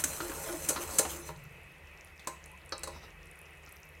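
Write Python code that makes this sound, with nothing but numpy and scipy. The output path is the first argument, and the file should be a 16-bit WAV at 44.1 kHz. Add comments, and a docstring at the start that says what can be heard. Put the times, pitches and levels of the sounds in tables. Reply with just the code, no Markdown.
"""A wire whisk clinks and scrapes round a steel pot of boiling syrup, then is set down with a few knocks.
Each blow rings the wires, wall and rim; between blows the wires catch, slip and rub the bottom.
The filled pot rings in soft, low notes; tiny bursting bubbles tick over the burner's hiss and rumble.
A small kitchen, one close microphone."""
import sys
import numpy as np
from scipy import signal
from scipy.fft import rfft, irfft, next_fast_len
from scipy.io import wavfile
from scipy.ndimage import uniform_filter1d, map_coordinates

SR = 44100
rng = np.random.default_rng(int(sys.argv[2]) if len(sys.argv) > 2 else 0)


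def transcribe(signal):
    """Save signal, clipped to [-1, 1], as a 16-bit WAV file at the path in sys.argv[1]."""
    frames = np.atleast_2d(signal).T
    limited = np.clip(frames, -1, 1)
    pcm = np.round(limited * 32767).astype(np.int16)
    wavfile.write(sys.argv[1], SR, pcm)


N = 176400

# start_s, clink_db, knock_db, boom_db, rim_db, clank_db, clank_hz
CONTACTS = [(0.0384, -21.5, -31, -63, -44, -37.5, 274), (.203, -60, -31, -48, -49, -37.5, 1377),
            (.295, -67, -39, -47, -66, -40, 330), (0.317, -65, -39, -64, -63, -41, 1038),
            (0.488, -70, -44, -43, -67, -40.5, 1447), (0.6872, -21, -45, -62, -60, -38, 315),
            (0.6936, -26, -39, -34, -48, -43, 1374), (0.7041, -31, -35, -38, -50, -32, 539),
            (0.7613, -60, -31.5, -56, -43, -33.5, 1374), (.775, -60, -37, -66, -53, -44, 1060),
            (0.9851, -17, -54, -52, -64, -35, 1315), (0.9916, -22, -29.5, -26, -35, -34.5, 493),
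            (1.051, -58, -32, -61, -62, -34.5, 786), (1.289, -54, -43, -38.5, -55, -40.5, 1017),
            (2.194, -57.5, -55, -70, -58.5, -55, 3580), (2.2721, -33.5, -34.5, -39, -47, -34, 1035),
            (2.722, -50.5, -34.5, -36.5, -36, -35.5, 1314), (2.8334, -36, -40, -43, -43.5, -53, 2860),
            (2.8734, -43.5, -43, -37.5, -47.5, -37, 1038), (3.673, -68, -52, -72, -65, -55, 1374)]
# spectra: freq_hz, level_db
CLINK_SPECTRUM = [(60, -34), (300, -35), (2500, -14), (4200, -20), (5500, -13.5), (6200, -1), (8200, -3),
                  (10000, -6), (12500, -11), (16000, -19)]
KNOCK_SPECTRUM = [(40, -43), (120, -4), (220, -3), (380, 1.5), (560, -7.5), (720, -1.5), (920, -3),
                  (1080, -4), (1200, -2.5), (1400, -0.5), (1900, -4.5), (2700, -9.5), (3500, -12),
                  (6000, -17.5), (12000, -43)]
# modes: pitch_hz, level_db, t60_s
WIRE_MODES = [(5230, -8, .13), (5990, -5, .15), (6790, -4, .08), (7003, 0, .14), (7440, 0, .12),
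              (8168, 1, .13), (8282, 0, .13), (9068, -3, .11), (10720, -2, .08), (11884, -6, .1)]
POT_MODES = [(341, -6.5, .16), (441, -4, .13), (544, 0, .15), (621, -6, .15), (813, -9, .16),
             (923, -9, .16), (1042, -10, .17), (1305, -12, .13), (1428, -11, .13), (1746, -16, .13)]
RIM_MODES = [(3900, -9, .22), (4118, -1, .105), (4334, -9, .1), (4500, -3, .09), (5270, -6, .11),
             (5950, -4, .09)]
# modes of the struck spot: pitch_ratio, level_db, t60_s
CLANK_MODES = [(1, 0, .1), (.923, -5, .13), (1.1, -8, .06)]

def whisk_contacts():
    """Each blow rattles the wires, knocks the wall and rings the struck spot, the filled pot and its rim."""
    out, t = np.zeros(N), np.arange(SR // 2) / SR
    for start_s, clink_db, knock_db, boom_db, rim_db, clank_db, clank_hz in CONTACTS:
        clink = colour(steel_ripple(noise(len(t))), CLINK_SPECTRUM)
        clink *= decay(t, t60_s=0.052) + amp(-15) * decay(t, t60_s=0.051)
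        clink += amp(-19) * ring(WIRE_MODES, t)
        knock = colour(noise(len(t)), KNOCK_SPECTRUM) * decay(t, t60_s=0.057)
        clank = ring([(ratio * clank_hz, db, t60_s) for ratio, db, t60_s in CLANK_MODES], t)
        boom = ring(POT_MODES, t) * attack(t, rise_s=0.0065)
        rim = ring(RIM_MODES, t)
        rim += amp(-8) * band(noise(len(t)), centre_hz=4500, width_oct=0.25) * decay(t, t60_s=0.11)
        blow = amp(clink_db) * clink + amp(knock_db) * knock + amp(clank_db) * clank
        blow += amp(boom_db) * boom + amp(rim_db) * rim
        add(out, start_s, blow * attack(t, rise_s=0.00053))
    return out


def steel_ripple(x, depth_db=3.8):
    """The steel's many close resonances ripple the spectrum at random."""
    ripple_db = depth_db * noise(300)
    knots_hz = np.linspace(0, SR / 2, len(ripple_db))
    return filtered(x, lambda hz: amp(np.interp(hz, knots_hz, ripple_db)))


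# strokes on the wall: time_s, level_db
SCRAPE_LEVELS = [(0, -37), (.03, -45.5), (.09, -43), (.17, -41.5), (.22, -44.5), (.26, -43), (.38, -44.5),
                 (.44, -42), (.56, -44), (.67, -43), (.73, -44), (.78, -49.5), (.82, -40), (.87, -48.5),
                 (.95, -41), (1.0, -43.5), (1.08, -49), (1.105, -41), (1.17, -47.5), (1.235, -52),
                 (1.28, -45.5), (1.32, -62), (1.38, -67)]
# wire on steel: freq_hz, level_db
SQUEAL_SPECTRUM = [(2000, -2.5), (2700, -2.5), (3400, -5.5), (3950, -10), (4120, -1), (4350, -16),
                   (5000, -9), (5320, -1), (5600, -17), (5980, 5), (6600, -0.5), (8000, -0.5),
                   (12300, -5.5), (15500, -9)]

def stirring(mode_width_hz=49, release_db_per_s=89):
    """The wires scrape round the pot, sounding their own modes and the rim's, until the whisk is lifted."""
    def friction():
        rasp = patchy_noise(depth_db=3, width_bins=7)
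        return rasp * amp(1.2 * wobble(rate_hz=30) + 2.2 * wobble(rate_hz=400))

    peaks = [(hz, mode_width_hz, db + 1.5) for hz, db, _ in RIM_MODES]
    peaks += [(hz, mode_width_hz, db) for hz, db, _ in WIRE_MODES]
    scrape = unit(colour(friction(), SQUEAL_SPECTRUM) + amp(-9) * resonances(friction(), peaks))
    stroke = envelope(SCRAPE_LEVELS)
    # harder strokes chatter more, so sound brighter
    chatter = amp(-1) * (stroke / stroke.max()) ** 0.91 * wire_chatter()
    lifted_s = np.maximum(np.arange(N) / SR - SCRAPE_LEVELS[-1][0], 0)
    return amp(-release_db_per_s * lifted_s) * (stroke * (scrape + chatter) + bottom_drag())


def wire_chatter(rate_per_s=2000, centre_hz=10200, span_oct=1.0, spread_db=8):
    """Single wires catch on the wall and slip free, each with a brief ring; rms 1."""
    out, t = np.zeros(N), np.arange(SR // 80) / SR
    fade = decay(t, t60_s=0.014)
    for when, pitch, louder, softer in rng.random((int(rate_per_s * N / SR), 4)):
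        hz = centre_hz * 2 ** (span_oct * (pitch - .5))
        gain = amp(spread_db * (louder - softer))
        add(out, when * N / SR, gain * fade * np.sin(2 * np.pi * hz * t))
    return unit(out)


# strokes on the bottom: time_s, level_db
DRAG_LEVELS = [(0, -47.5), (.15, -48), (.4, -46), (.46, -44), (.53, -44.5), (.6, -52.5), (.8, -41.5),
               (.87, -49.5), (.91, -42.5), (.97, -46.5), (1.1, -47.5), (1.22, -51.5), (1.3, -54),
               (1.36, -63)]
# bottom friction: freq_hz, level_db
BOTTOM_SPECTRUM = [(30, -38), (90, -24), (170, -4), (260, 5), (350, -1), (600, 2), (1000, 6.5), (1400, 1.5),
                   (2000, -12.5), (3000, -18.5), (6000, -19)]

def bottom_drag():
    """Uneven friction on the bottom, partly ringing in the pot's modes."""
    def slips():
        return patchy_noise(depth_db=1.2) * amp(1.8 * wobble(rate_hz=90))

    peaks = [(hz, np.log(1000) / (np.pi * t60_s), db) for hz, db, t60_s in POT_MODES]
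    rub = amp(-5.5) * colour(slips(), BOTTOM_SPECTRUM)
    body = amp(-2.5) * resonances(slips(), peaks)
    return envelope(DRAG_LEVELS) * (rub + body)


# lightly touched rim: pitch_hz, width_hz, level_db
SLIDE_PEAKS = [(3560, 100, -9), (3900, 70, 0), (4750, 160, -7), (5260, 110, -4), (5950, 160, -7)]

def whisk_settling(start_s=2.85, length_s=0.27):
    """The whisk slides to rest, rubbing the bottom and lightly sounding the rim."""
    progress = np.clip((np.arange(N) / SR - start_s) / length_s, 0, 1)
    arch = 2 * np.sqrt(progress * (1 - progress)) * (1 - progress / 2)
    slide = arch * amp(-56 + 2.9 * wobble(rate_hz=29.3))
    rub = amp(-1.5) * colour(noise(), BOTTOM_SPECTRUM)
    scrape = amp(-16) * colour(noise(), SQUEAL_SPECTRUM)
    rim = amp(-4) * resonances(noise(), SLIDE_PEAKS)
    return slide * (rub + scrape + rim)


# start_s, level_db, pitch_hz
POT_NOTES = [(.215, -38, 336), (.46, -40.5, 646), (.495, -34, 339.4), (.525, -37.5, 620), (0.537, -37, 313),
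             (.775, -36, 334), (.902, -50, 728), (0.928, -43, 326), (1.139, -39.5, 328.6),
             (1.183, -42.5, 327), (2.491, -54.5, 840), (2.529, -51.5, 997)]

def pot_notes(glide_per_s=0.95, t60_s=0.13):
    """Soft, low, slightly rising notes of the filled pot ringing as it is stirred."""
    out, t = np.zeros(N), np.arange(SR // 5) / SR
    for start_s, level_db, pitch_hz in POT_NOTES:
        note = ring([(pitch_hz, level_db, t60_s)], t + glide_per_s * t ** 2 / 2)
        add(out, start_s, 2 * note * attack(t, rise_s=0.011))
    return out


# louder bursts: start_s, level_db, pitch_hz
POPS = [(1.362, -47, 4200), (1.392, -49, 7500), (1.439, -39, 12800), (1.9753, -48, 5500),
        (2.0102, -41.5, 6100), (2.0477, -37.5, 10400), (2.4413, -38, 6300), (2.461, -35, 9700),
        (2.517, -41, 10300), (2.617, -52, 4230), (2.661, -40, 9780), (2.694, -36, 8200), (2.781, -29, 8200),
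        (2.794, -35, 11000), (3.231, -48, 5700), (3.3137, -38.5, 9500), (3.3575, -44, 9680),
        (3.391, -38.5, 10800), (3.416, -38.5, 10600), (3.6635, -43, 5700), (3.693, -39, 10900),
        (3.722, -41, 8800), (3.726, -35, 11800), (3.803, -44, 13400), (3.651, -45, 12800),
        (3.509, -49, 9500), (3.7628, -41, 13000), (3.768, -45, 5660), (3.8321, -42, 6000),
        (3.855, -45, 12500), (3.8907, -42, 10900)]

def boiling(fizz_per_s=53, fizz_hz=10400, fizz_span_oct=2, ping_cycles=3.6):
    """Tiny bubbles burst as pings of a few cycles: some loud ones over a fine random fizz."""
    out, t = np.zeros(N), np.arange(256) / SR
    fizz = []
    for when, rank, pitch in rng.random((int(fizz_per_s * N / SR), 3)):
        level_db = -57.5 - 3.5 * np.log(rank + 0.035)
        fizz.append((when * N / SR, level_db, fizz_hz * 2 ** (fizz_span_oct * (pitch - .5))))
    for start_s, level_db, pitch_hz in POPS + fizz:
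        age = np.pi * t * pitch_hz / ping_cycles
        ping = age * np.exp(1 - age) * np.sin(2 * np.pi * pitch_hz * t)
        add(out, start_s, amp(level_db + 0.5) * ping)
    return out


# spectra: freq_hz, level_db
HISS_SPECTRUM = [(200, -13.5), (330, 2.5), (450, 4), (700, 1), (1400, -0.5), (1700, -1.5), (1950, 4),
                 (2350, 4.5), (2600, -3), (2800, 1.5), (3200, -7.5), (4500, -16), (8000, -18.5),
                 (12000, -17), (16000, -26)]
RUMBLE_SPECTRUM = [(20, -48), (32, -27), (43, -1.5), (58, -13.5), (75, 4.5), (100, -18), (125, -20.5),
                   (152, -4.5), (200, -20), (400, -54.5)]
# time_s, gain_db
RUMBLE_SWELL = [(0, 7), (1.1, 5), (1.55, 3), (1.9, 0), (2.3, -2), (2.9, 6), (3.3, -1.5), (4, -1)]
# notes in the hiss: pitch_hz, width_hz, level_db
WHISTLE_PEAKS = [(1850, 18, -6), (1975, 18, -3), (2520, 18, -3), (2575, 20, 0), (2630, 18, -3)]

def burner(hum_hz=142.5, hum_width_hz=25):
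    """The burner hisses, whistles faintly and rumbles; the pot hums briefly as the stirring stops."""
    hiss = amp(-57 + 0.54 * wobble(rate_hz=20)) * colour(patchy_noise(depth_db=1.5), HISS_SPECTRUM)
    rumble = amp(-57.5) * envelope(RUMBLE_SWELL) * colour(noise(), RUMBLE_SPECTRUM)
    hum = unit(filtered(noise(), lambda hz: np.exp(-((hz - hum_hz) / hum_width_hz) ** 2)))
    hum *= envelope([(1.18, -80), (1.26, -52.5), (1.5, -55), (1.7, -66), (1.9, -100)])
    whistle = amp(-61.5) * resonances(noise(), WHISTLE_PEAKS)
    return hiss + whistle + rumble + hum


def kitchen_reverb(x):
    """The small room's reflections merge into a short tail."""
    t = np.arange(SR // 3) / SR
    tail = noise(len(t)) * decay(t, t60_s=0.33) * attack(t, rise_s=0.0039)
    return signal.fftconvolve(x, tail / np.linalg.norm(tail))[:N]


def ring(modes, t, drift_rad=0.51, drift_rate_hz=62):
    """Damped modes, varying from blow to blow and blurred by phase drift."""
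    out = np.zeros(len(t))
    for hz, db, t60_s in modes:
        fade = amp(db + rng.normal(0, 1.0)) * decay(t, t60_s)
        phase = 2 * np.pi * (hz * t + rng.random())
        drift = drift_rad * np.interp(t * drift_rate_hz, np.arange(200), noise(200))
        out += fade * np.sin(phase + drift)
    return out


def resonances(x, peaks):
    """x through (pitch_hz, width_hz, level_db) resonators of alternating sign; rms 1."""
    def response(f):
        return sum((-1) ** k * amp(db) * 1j * f * width / (hz * hz - f * f + 1j * f * width)
                   for k, (hz, width, db) in enumerate(peaks))

    return unit(filtered(x, response))


def patchy_noise(depth_db, width_bins=5):
    """Noise whose bands come and go."""
    spectra = signal.stft(noise(), nperseg=512)[2]
    patches = uniform_filter1d(noise(spectra.shape), size=width_bins, axis=0)
    patches = uniform_filter1d(patches, size=9, axis=1)
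    return signal.istft(spectra * amp(depth_db * unit(patches)), nperseg=512)[1][:N]


def colour(x, spectrum):
    """x shaped by (freq_hz, level_db) points; rms 1."""
    freq_hz, level_db = np.transpose(spectrum)
    return unit(filtered(x, lambda hz: amp(np.interp(np.log(hz + 1), np.log(freq_hz), level_db))))


def band(x, centre_hz, width_oct):
    """A bell-shaped band of x; rms 1."""
    return unit(filtered(x, lambda hz: np.exp(-(np.log2((hz + 1) / centre_hz) / width_oct) ** 2)))


def filtered(x, response):
    """x through a frequency response."""
    size = next_fast_len(len(x) + 8192)
    return irfft(rfft(x, size) * response(np.fft.rfftfreq(size, 1 / SR)), size)[:len(x)]


def envelope(points):
    """Gain per sample from (time_s, level_db) points."""
    return amp(np.interp(np.arange(N) / SR, *np.transpose(points)))


def wobble(rate_hz):
    """A smooth curve through random knots."""
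    return map_coordinates(noise(4000), [np.arange(N) * rate_hz / SR], mode="wrap")


def noise(shape=N):
    return rng.standard_normal(shape)


def attack(t, rise_s):
    return 1 - np.exp(-t / rise_s)


def decay(t, t60_s):
    return amp(-60 * t / t60_s)


def amp(db):
    return 10 ** (np.asarray(db) / 20)


def unit(x):
    """Scale to rms 1."""
    return x / np.sqrt(np.mean(x ** 2) + 1e-20)


def add(out, start_s, x):
    """Mix x into out."""
    part = out[max(0, round(start_s * SR)):][:len(x)]
    part += x[:len(part)]


def scene():
    """One microphone feeds both channels; blows, bubbles and pot notes get a weak room tail."""
    hits = whisk_contacts() + boiling() + pot_notes()
    mono = hits + amp(-9.5) * kitchen_reverb(hits) + stirring() + whisk_settling() + burner()
    return np.array([mono, mono])


def record(dry):
    """Brick-wall low-pass."""
    cutoff_hz = 15850
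    return np.array([filtered(x, lambda hz: hz < cutoff_hz) for x in dry])


dry = scene()
out = record(dry)
transcribe(out)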